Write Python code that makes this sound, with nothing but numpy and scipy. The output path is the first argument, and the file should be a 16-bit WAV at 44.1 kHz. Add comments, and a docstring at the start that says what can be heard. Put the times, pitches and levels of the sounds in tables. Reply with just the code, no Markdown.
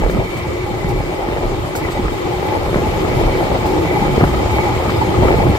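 """On the open end platform of a rolling railway carriage, heard at two spaced microphone ports.
Rough wheels on rough rails force the modes of frame, rail and wheel to ring over a broad roar.
Uneven track shakes the carriage into a low rumble, and a hiss rises from the running gear.
Impacts excite short transients: rail joints knock through the floor and loose ironwork clanks."""
import sys
import numpy as np
from scipy import signal
from scipy.fft import rfft, irfft, next_fast_len
from scipy.io import wavfile
from scipy.ndimage import uniform_filter1d

SR = 44100
rng = np.random.default_rng(int(sys.argv[2]) if len(sys.argv) > 2 else 0)


def unload_audio(sound):
    """Save the sound as a 16-bit wav file, at the path given as the first command line argument."""
    columns = np.transpose(np.atleast_2d(sound))
    # keep every value between -1 and 1, then stretch to whole-number steps
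    steps = np.round(np.clip(columns, -1, 1) * 32767)
    wavfile.write(sys.argv[1], SR, steps.astype(np.int16))


N = 246078


def from_db(db):
    """Decibels to amplitude ratio."""
    return 10 ** (np.asarray(db) / 20)


def rms_one(x):
    """Normalisation to rms 1."""
    return x / np.sqrt(np.mean(x ** 2) + 1e-20)


def pan(pan_db):
    """Level difference between the ports, left over right."""
    return from_db([[pan_db / 2], [-pan_db / 2]])


def at_hz(points, hz):
    """Interpolation on a log-frequency axis."""
    freqs, values = np.transpose(points)
    return np.interp(np.log(hz), np.log(freqs), values)


def in_time(rows, column=1):
    """Linear interpolation in time, one value a sample."""
    columns = np.transpose(rows)
    return np.interp(np.arange(N) / SR, columns[0], columns[column])


def drift(rate_hz):
    """Random modulation: noise low-passed at rate_hz, rms about 1."""
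    step, settle = 40, 2000
    pole = np.exp(-2 * np.pi * step * rate_hz / SR)
    noise = rng.standard_normal(N // step + settle + 2)
    slow = signal.lfilter([1], [1, -2 * pole, pole * pole], noise)[settle:]
    return np.interp(np.arange(N) / step, np.arange(len(slow)), rms_one(slow))


def delay(x, ms):
    """Fractional delay by linear phase shift."""
    size = next_fast_len(N)
    shift = np.exp(-2j * np.pi * np.fft.rfftfreq(size, 1 / SR) * ms / 1000)
    return irfft(rfft(x, size) * shift, size)[:N]


def ports(coherence, left_lead_ms, right_gain=1):
    """Partial coherence: one noise wave reaches the ports in turn, over a diffuse field."""
    wave, *diffuse = rng.standard_normal((3, N))
    direct = np.array([wave, right_gain * delay(wave, left_lead_ms)])
    return np.sqrt(coherence) * direct + np.sqrt(1 - coherence) * np.array(diffuse)


def resonance(x, hz, width_hz):
    """Two-pole resonator with unit peak gain."""
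    r = np.exp(-np.pi * width_hz / SR)
    gain = (1 - r * r) / 2
    return signal.lfilter([gain, 0, -gain], [1, -2 * r * np.cos(2 * np.pi * hz / SR), r * r], x)


def steep_resonance(x, hz, width_hz):
    """Resonators in cascade: a second, twice as wide, steepens the skirts."""
    return resonance(resonance(x, hz, width_hz), hz, 2 * width_hz)


def bands(spectrum, noise_for, shared_db, own_db, own_hz):
    """Amplitude modulation: third-octave noise bands swell together and flicker alone; rms 1."""
    bottom_hz, top_hz = spectrum[0][0], spectrum[-1][0]
    edges = bottom_hz * 2 ** np.arange(0, np.log2(top_hz / bottom_hz) + 1 / 3, 1 / 3)
    out, swell = 0, drift(19.4) + drift(34.4)
    for k, (low, high) in enumerate(zip(edges, edges[1:])):
        hz = np.sqrt(low * high)
        bandpass = signal.butter(2, [low, min(high, SR / 2.2)], "band", fs=SR, output="sos")
        level_db = at_hz(spectrum, hz) + shared_db * swell + own_db * drift(own_hz)
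        noise = noise_for(k % 2, hz)   # adjacent bands take independent noises
        padded = np.pad(noise, ((0, 0), (8000, 0)), "wrap")
        out = out + from_db(level_db) * signal.sosfilt(bandpass, padded)[:, -N:]
    return rms_one(out)


def through_floor(x, cutoff_hz=2370):
    """Transmission loss: the wooden floor takes the treble off blows from below."""
    return signal.sosfilt(signal.butter(4, cutoff_hz, fs=SR, output="sos"), x)


# Spectra of the deepest rumble and the rumble above it: frequency_hz, density_db
DEEP_SPECTRUM = [(18, -27), (30, 1), (50, 0.5), (65, -13)]
RUMBLE_SPECTRUM = [(55, -2), (80, 3), (100, 2.5), (125, -1), (160, 0), (225, -9), (290, -7.5)]
# Shaking over uneven track: time_s, deep_db, up_to_100_hz_db, above_100_hz_db
SHAKING = [(0.0, -45, -26, -12), (0.045, -4, -26, -31), (0.1, -32, -32, -26), (0.15, -16, -30, -16.5),
           (0.195, -17, -14, -21), (0.26, -33, -39, -27.5), (0.51, -36.5, -27, -30),
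           (0.96, -20.5, -22, -21.5), (1.18, -31, -32.5, -32.5), (1.51, -22.5, -22, -27.5),
           (1.7, -37, -30.5, -25.5), (1.95, -30, -30, -28.5), (2.05, -19, -24.5, -21.5),
           (2.14, -29, -31.5, -30.5), (2.52, -41, -26.5, -26.5), (2.73, -18.5, -24, -23),
           (3.04, -30.5, -25.5, -24), (3.24, -22, -21, -17), (3.45, -27, -26.5, -23),
           (3.95, -29, -21.5, -20.5), (4.05, -20, -28, -18.5), (4.23, -23, -25.5, -20),
           (4.45, -30, -19.5, -25), (4.95, -31, -22.5, -20.5), (5.16, -28, -23, -18.5),
           (5.2, -25, -10, -17), (5.27, -24, -15, -19), (5.4, -20, -16.5, -18), (5.49, -23.5, -13.5, -16),
           (5.58, -33, -22, -37)]

def rumble():
    """Forced vibration: uneven track shakes frame and air in three bass ranges."""
    out = 0
    for column, spectrum in enumerate([DEEP_SPECTRUM, RUMBLE_SPECTRUM[:3], RUMBLE_SPECTRUM[2:]], 1):
        white = [ports(coherence=0.8, left_lead_ms=0.24) for _ in range(2)]
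        lumps = bands(spectrum, lambda k, hz: white[k], shared_db=1.7, own_db=1.2, own_hz=3.7)
        out = out + from_db(in_time(SHAKING, column)) * lumps
    return out


HISS_LAG_MS = 0.3067   # left port behind right
# Spectrum of the running gear's hiss: frequency_hz, density_db
HISS_SPECTRUM = [(4000, -50), (6000, -19), (7500, 7), (9000, -4), (10500, -2.5), (11700, -0.5), (13500, -8),
                 (15500, -6.5)]

def hiss(treble_db):
    """Path difference: hiss from one side reaches the left port later, in opposite polarity."""
    white = [ports(coherence=0.9, left_lead_ms=-HISS_LAG_MS, right_gain=-1.1) for _ in range(2)]
    level_db = treble_db.mean() - 14.5 + 0.99 * (treble_db - treble_db.mean())
    noise = bands(HISS_SPECTRUM, lambda k, hz: white[k], shared_db=0.5, own_db=1.3, own_hz=9.0)
    return from_db(level_db) * noise


ROLLING_LEAD_MS = 0.2   # left port ahead of right
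# Likeness of the roar at the two ports: frequency_hz, coherence
ROAR_COHERENCE = [(200, 0.85), (450, 0.96), (700, 0.31), (1200, 0.06), (8000, 0.09)]
# Balance of the roar, left over right: frequency_hz, pan_db
ROAR_BALANCE = [(60, 0.0), (110, 0.0), (200, 3), (380, -5), (700, 2.5), (1290, 4.5), (2380, 2),
                (4400, -0.5), (8120, -6), (15000, 0.0)]

def roar(spectrum, shared_db, own_db):
    """Spatial coherence: broadband rolling noise is alike at both ports only at low frequencies."""
    direct = [ports(0.74, ROLLING_LEAD_MS) for _ in range(2)]
    diffuse = rng.standard_normal((2, 2, N))

    def white(k, hz):
        coherence = at_hz(ROAR_COHERENCE, hz)
        field = np.sqrt(coherence) * direct[k] + np.sqrt(1 - coherence) * diffuse[k]
        return field * pan(at_hz(ROAR_BALANCE, hz))
    return bands(spectrum, white, shared_db, own_db, own_hz=9.8)


# Spectrum of the roar above 1 kHz: frequency_hz, density_db
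HIGH_ROAR_SPECTRUM = [(900, 3.5), (1150, -5.5), (1400, -9), (1700, -10), (2600, -11), (4000, -16.5),
                      (5500, -21.5), (6600, -28), (8200, -97)]

def high_roar(treble_db):
    """Roughness excitation: the upper range of the rolling noise, flickering slightly."""
    return from_db(treble_db) * roar(HIGH_ROAR_SPECTRUM, shared_db=0.5, own_db=0.8)


def jolts(per_s=60):
    """Shot noise: small random bumps of the rail strike broad resonances; rms 1."""
    hits = rng.random(N) < per_s / SR
    strength = from_db(1.15 * np.minimum(rng.exponential(1, N), 4))
    clicks = hits * strength * rng.choice([-1, 1], N) + 1e-18
    body = resonance(resonance(clicks, 363, 320), 364, 580)
    edge = resonance(resonance(clicks, 870, 1160), 2120, 2200)
    bumps = body + 0.3 * edge
    return rms_one(through_floor(np.array([bumps, delay(bumps, ROLLING_LEAD_MS)])))


# Spectrum of the roar below 1 kHz: frequency_hz, density_db
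LOW_ROAR_SPECTRUM = [(200, -30), (280, -16), (450, -8.5), (650, -2.5), (950, -13)]
# Envelope of that roar and its jolts: time_s, level_db
CLATTER = [(0, -26.5), (0.08, -24.5), (0.2, -26.5), (0.3, -31.5), (1.0, -28.5), (1.45, -24.5), (1.7, -28),
           (1.9, -26.5), (2.2, -32.5), (2.48, -20), (2.65, -26), (2.78, -24), (2.95, -27.5), (3.2, -22),
           (3.35, -24), (3.7, -25.5), (4.1, -23.5), (4.22, -23.5), (4.45, -25.5), (4.9, -22.5), (5.16, -27),
           (5.3, -16), (5.45, -24), (5.58, -21)]

def clatter():
    """Roughness excitation: the lower range of the rolling noise surges, mixed with jolts."""
    low_roar = roar(LOW_ROAR_SPECTRUM, shared_db=3.0, own_db=-0.95)
    return from_db(in_time(CLATTER)) * (low_roar + from_db(-1.5) * jolts())


# Modes of the loose ironwork: pitch_hz, level_db, width_hz
IRON_MODES = [(4700, -3, 150), (6550, 0, 60), (7800, -1, 120), (8300, -3, 60)]
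# Strikes of iron on iron: start_s, peak_db, ring_over_burst_db
CLANKS = [(0.095, -28, -11), (0.362, -31, -6), (0.88, -30, -18), (1.751, -20, -16), (1.905, -33, -1),
          (1.948, -44, 5), (3.654, -28, -11), (4.272, -33, -7), (4.892, -38, 3)]

def clanks(rise_s=0.012, t60_s=0.13):
    """Transient excitation: iron chatters on iron in a bright burst that rings its modes."""
    t = np.arange(12000) / SR
    burst, ringing = np.zeros((2, N + len(t)))
    for start_s, peak_db, ring_db in CLANKS:
        chatter = rng.standard_normal(len(t)) * (1 - np.exp(-t / rise_s)) * from_db(-60 * t / t60_s)
        bright = resonance(chatter, 12200, 11000) + 1.3 * resonance(chatter, 5600, 3300)
        modes = sum(from_db(level_db + rng.normal(0, 3)) * rms_one(resonance(chatter, hz, width_hz))
                    for hz, level_db, width_hz in IRON_MODES)
        at = round(start_s * SR)
        burst[at:at + len(t)] += from_db(peak_db) * bright / np.max(np.abs(bright))
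        ringing[at:at + len(t)] += from_db(peak_db + ring_db) * modes / np.max(np.abs(modes))
    return np.array([burst[:N], -delay(burst[:N], -HISS_LAG_MS)]) + ringing[:N] * pan(-4)


# Blows at the joints, below the floor: start_s, thud_db, pitch_hz, crack_db, pan_db
KNOCKS = [(0.019, -25, 507, -15, 6), (0.036, -7, 484, -15, 0), (0.046, -13, 524, -16, 0),
          (0.062, -3, 430, -16, -1), (0.097, -8, 453, -14, 3), (0.185, -7, 121, -27, -4),
          (0.844, -8, 144, -18, 1), (1.286, -11.5, 258, -13, -1), (1.454, -9, 340, -19, 2),
          (1.751, -15, 328, -11, 3), (1.849, -11, 420, -14, -3), (1.886, -17, 376, -13, 4),
          (1.995, -9.5, 242, -26, -1), (2.049, -9, 352, -33, 1), (2.081, -14, 597, -14, -1),
          (2.119, -13, 327, -28, 2), (2.427, -10, 480, -19, 6), (2.714, -16, 150, -24, 3),
          (2.729, -11, 420, -18, -6), (2.743, -6, 507, -9, 1), (2.757, -4, 420, -15, 0),
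          (2.7595, -6, 170, -20, 0), (2.767, -11, 450, -24, -2), (2.786, -11, 432, -28, 2),
          (2.818, -8, 400, -22, -1), (2.830, -9, 300, -20, 0), (3.049, -10, 430, -15, 3),
          (3.117, -15, 363, -21, -12), (3.211, -7.5, 490, -24, -2), (3.275, -10, 367, -23, -6),
          (3.352, -6, 430, -17, -5), (4.017, -8, 203, -28.5, -1), (4.051, -8, 380, -14, 4),
          (4.1787, 1.5, 400, -16, 0), (4.189, -9, 70, -30, 0), (4.204, -9, 450, -12, 0),
          (4.212, -8, 90, -14, 0), (4.223, -7, 100, -18, 0), (4.249, -8, 60, -28, 0),
          (4.2096, -0.5, 390, -5.5, 1), (4.2334, 2, 283, -10, 0), (4.2386, 1, 750, -8, 4),
          (4.2435, -11, 600, -14, 5), (4.289, -7, 336, -24, 0), (4.583, -21, 366, -8, 1),
          (4.894, -20, 400, -8, -1), (5.017, -15, 297, -21, -2), (5.188, -10, 246, -31, 6),
          (5.213, -19, 200, -18, 3), (5.231, -8, 260, -28, -1), (5.256, -7, 350, -26, 1),
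          (5.281, -14, 393, -10, 0), (5.318, -14, 400, -14, 4), (5.388, -8, 300, -14, -2),
          (5.466, -9, 200, -16, 0)]

def knocks(peak_cycles=0.45, rebound_hz=70):
    """Damped impact response: each joint gives a thud of a cycle or two, a slow rebound and a crack."""
    t = np.arange(4000) / SR
    out = np.zeros((2, N + len(t)))
    for start_s, thud_db, hz, crack_db, pan_db in KNOCKS:
        swell = hz * t / peak_cycles
        thud = np.sin(2 * np.pi * hz * t) * swell * np.exp(1 - swell)
        rebound = 0.2 * np.sin(2 * np.pi * rebound_hz * t) * np.exp(-t / 0.016)
        burst = rng.standard_normal(len(t)) * np.exp(-t / 0.0035)
        crack = steep_resonance(burst, hz=1150, width_hz=1200)
        blow = from_db(thud_db) * (thud - rebound) + from_db(crack_db) * crack / np.max(np.abs(crack))
        at = round(start_s * SR)
        out[:, at:at + len(t)] += pan(pan_db) * blow
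    return through_floor(np.array([out[0, :N], delay(out[1, :N], ROLLING_LEAD_MS)]))


def rings(modes, envelope_db, flicker_db, steady=0):
    """Modal superposition: noise drives each mode; steady (0-1) evens out chance fading."""
    out = 0
    for hz, width_hz, level_db, coherence, lead_ms, pan_db in modes:
        ring = rms_one(steep_resonance(ports(coherence, lead_ms), hz, width_hz))
        out = out + from_db(level_db + flicker_db * drift(22.6)) * pan(pan_db) * ring
    power = uniform_filter1d(np.mean(rms_one(out) ** 2, axis=0), size=400) + .05
    return from_db(envelope_db) * rms_one(out / power ** (steady / 2))


# Modes of frame, rail and wheel: pitch_hz, width_hz, level_db, coherence, left_lead_ms, pan_db
FRAME_MODES = [(318.4, 25.4, -10, 0.85, 0.25, -4.5), (363, 41.7, -1.5, 0.91, 0.23, 2),
               (499, 104, -9, 0.97, 0.57, 2.5)]
RAIL_MODES = [(808.5, 64, 0, 0.88, -0.15, 0.8), (858, 37, 0, 0.9, -0.16, 3.3),
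              (1236, 103, 0, 0.053, 0.32, 2.2)]
WHEEL_MODES = [(2018, 75, 0.5, 0.39, 0.21, 2.5), (2267, 124, 4.5, 0.55, 0.24, -0.5),
               (3124, 125, -5.5, 0.12, 0.1, -1.5), (3682, 160, -8.5, 0.11, 0.12, 4),
               (4210, 130, -11, 0.1, 0.12, -1), (4950, 160, -12.5, 0.1, 0.1, -1),
               (6660, 420, -13.5, 0.54, 0.016, -2)]
# Envelopes of the frame modes and the two lowest modes of rail and wheel: time_s, level_db
FRAME_ENVELOPE = [(0.0, -26.5), (0.15, -21.5), (0.2, -20), (0.23, -36), (0.34, -23), (0.37, -31.5),
                  (0.5, -22), (0.85, -26), (0.93, -20.5), (0.99, -22.5), (1.02, -38), (1.06, -23),
                  (1.09, -24.5), (1.41, -27), (1.52, -20.5), (1.55, -27), (1.58, -21), (1.62, -29.5),
                  (1.85, -23), (1.94, -31), (1.99, -23.5), (2.13, -25.5), (2.27, -19.5), (2.41, -24.5),
                  (2.52, -21.5), (2.67, -25), (2.72, -22.5), (2.97, -24), (3.03, -15.5), (3.09, -25.5),
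                  (3.19, -16.5), (3.2, -20.5), (3.42, -17.5), (3.46, -35), (3.51, -19.5), (3.62, -25),
                  (3.68, -17.5), (3.84, -15.5), (3.87, -36), (3.9, -18), (3.98, -18), (4.01, -37),
                  (4.07, -19), (4.15, -24), (4.21, -25), (4.37, -20), (4.41, -19), (4.52, -25), (4.57, -20),
                  (4.91, -25), (4.94, -18), (4.97, -20.5), (5.13, -20), (5.16, -20.5), (5.19, -14.5),
                  (5.42, -26), (5.47, -14), (5.49, -27), (5.52, -17.5), (5.58, -34)]
RAIL_ENVELOPE = [(0.0, -46), (0.03, -21), (0.11, -50), (0.2, -29.5), (0.42, -50), (0.45, -25), (0.48, -37),
                 (0.65, -37), (0.68, -24.5), (0.78, -37), (0.92, -22.5), (0.96, -48), (1.01, -22),
                 (1.04, -44), (1.13, -35), (1.24, -22), (1.27, -28.5), (1.72, -38), (1.75, -25),
                 (1.89, -37), (2.0, -25), (2.1, -41), (2.14, -26), (2.22, -41), (2.27, -21.5), (2.3, -51),
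                 (2.33, -19.5), (2.38, -32), (2.56, -20.5), (2.59, -32), (2.66, -22), (2.67, -41),
                 (2.86, -22), (2.91, -34), (2.95, -26), (3.01, -29), (3.28, -28), (3.37, -33), (3.4, -24),
                 (3.45, -26), (3.5, -26), (3.57, -31), (3.65, -19.5), (3.91, -29), (3.97, -15), (4.0, -28),
                 (4.03, -13), (4.05, -23), (4.07, -19), (4.09, -27.5), (4.23, -26.5), (4.35, -28),
                 (4.37, -27.5), (4.55, -25), (4.6, -19), (4.63, -31), (4.68, -16), (4.79, -34), (5.0, -28),
                 (5.02, -9.5), (5.04, -25), (5.56, -25), (5.58, -33)]
WHEEL_ENVELOPE = [(0, -35), (0.25, -33.5), (0.32, -31.5), (0.4, -32), (0.46, -34), (0.52, -34.5),
                  (0.6, -32), (0.72, -35.5), (0.9, -33.5), (1.58, -39), (1.82, -36), (1.85, -27),
                  (1.89, -41), (1.97, -31), (2.02, -37), (2.38, -35.5), (2.49, -32), (2.61, -36),
                  (3.0, -33), (3.15, -33), (3.21, -31), (3.28, -34), (3.335, -27), (3.43, -33), (3.76, -36),
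                  (3.9, -27), (4.05, -30.5), (4.29, -33.5), (4.55, -29.5), (4.59, -28), (4.65, -28.5),
                  (4.79, -33), (4.82, -32), (5.21, -31.5), (5.28, -30), (5.32, -32), (5.58, -33)]

def singing(treble_db):
    """Forced resonance: roughness keeps frame, rail and wheel ringing; upper modes follow the high roar."""
    frame = rings(FRAME_MODES, in_time(FRAME_ENVELOPE), flicker_db=1, steady=0.75)
    rail = rings(RAIL_MODES[:2], in_time(RAIL_ENVELOPE), flicker_db=3.0, steady=0.55)
    wheel = rings(WHEEL_MODES[:2], in_time(WHEEL_ENVELOPE), flicker_db=2.9, steady=0.4)
    upper_rail = rings(RAIL_MODES[2:], treble_db - 6.5, flicker_db=4.5)
    upper_wheel = rings(WHEEL_MODES[2:], treble_db - 11, flicker_db=3.0)
    return frame + rail + wheel + upper_rail + upper_wheel


# Roar above 1 kHz as the ports turn from the carriage wall to the open track: time_s, level_db
TREBLE_ENVELOPE = [(0, -31.5), (0.6, -32.5), (1.5, -32), (2.2, -30.5), (3.0, -28.5), (3.9, -28),
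                   (4.7, -27.5), (5.58, -28)]

def scene():
    """Superposition: all sources add at the ports; high roar, upper modes and hiss share an envelope."""
    treble_db = in_time(TREBLE_ENVELOPE)
    rolling = rumble() + clatter() + high_roar(treble_db) + singing(treble_db)
    return rolling + hiss(treble_db) + knocks() + clanks()


def record(dry, bass_cuts_hz=(24, 12), ceiling=1.06, treble_cut_hz=15750):
    """Band limiting and saturation: each port loses its deepest bass, peaks round off, the top is cut."""
    sound = np.array([signal.sosfilt(signal.butter(1, hz, "high", fs=SR, output="sos"), port)
                      for hz, port in zip(bass_cuts_hz, dry)])
    rounded = sound / (1 + (sound / ceiling) ** 4) ** .25
    return signal.sosfilt(signal.ellip(12, .5, 80, treble_cut_hz, fs=SR, output="sos"), rounded)


dry = scene()
out = record(dry)
unload_audio(out)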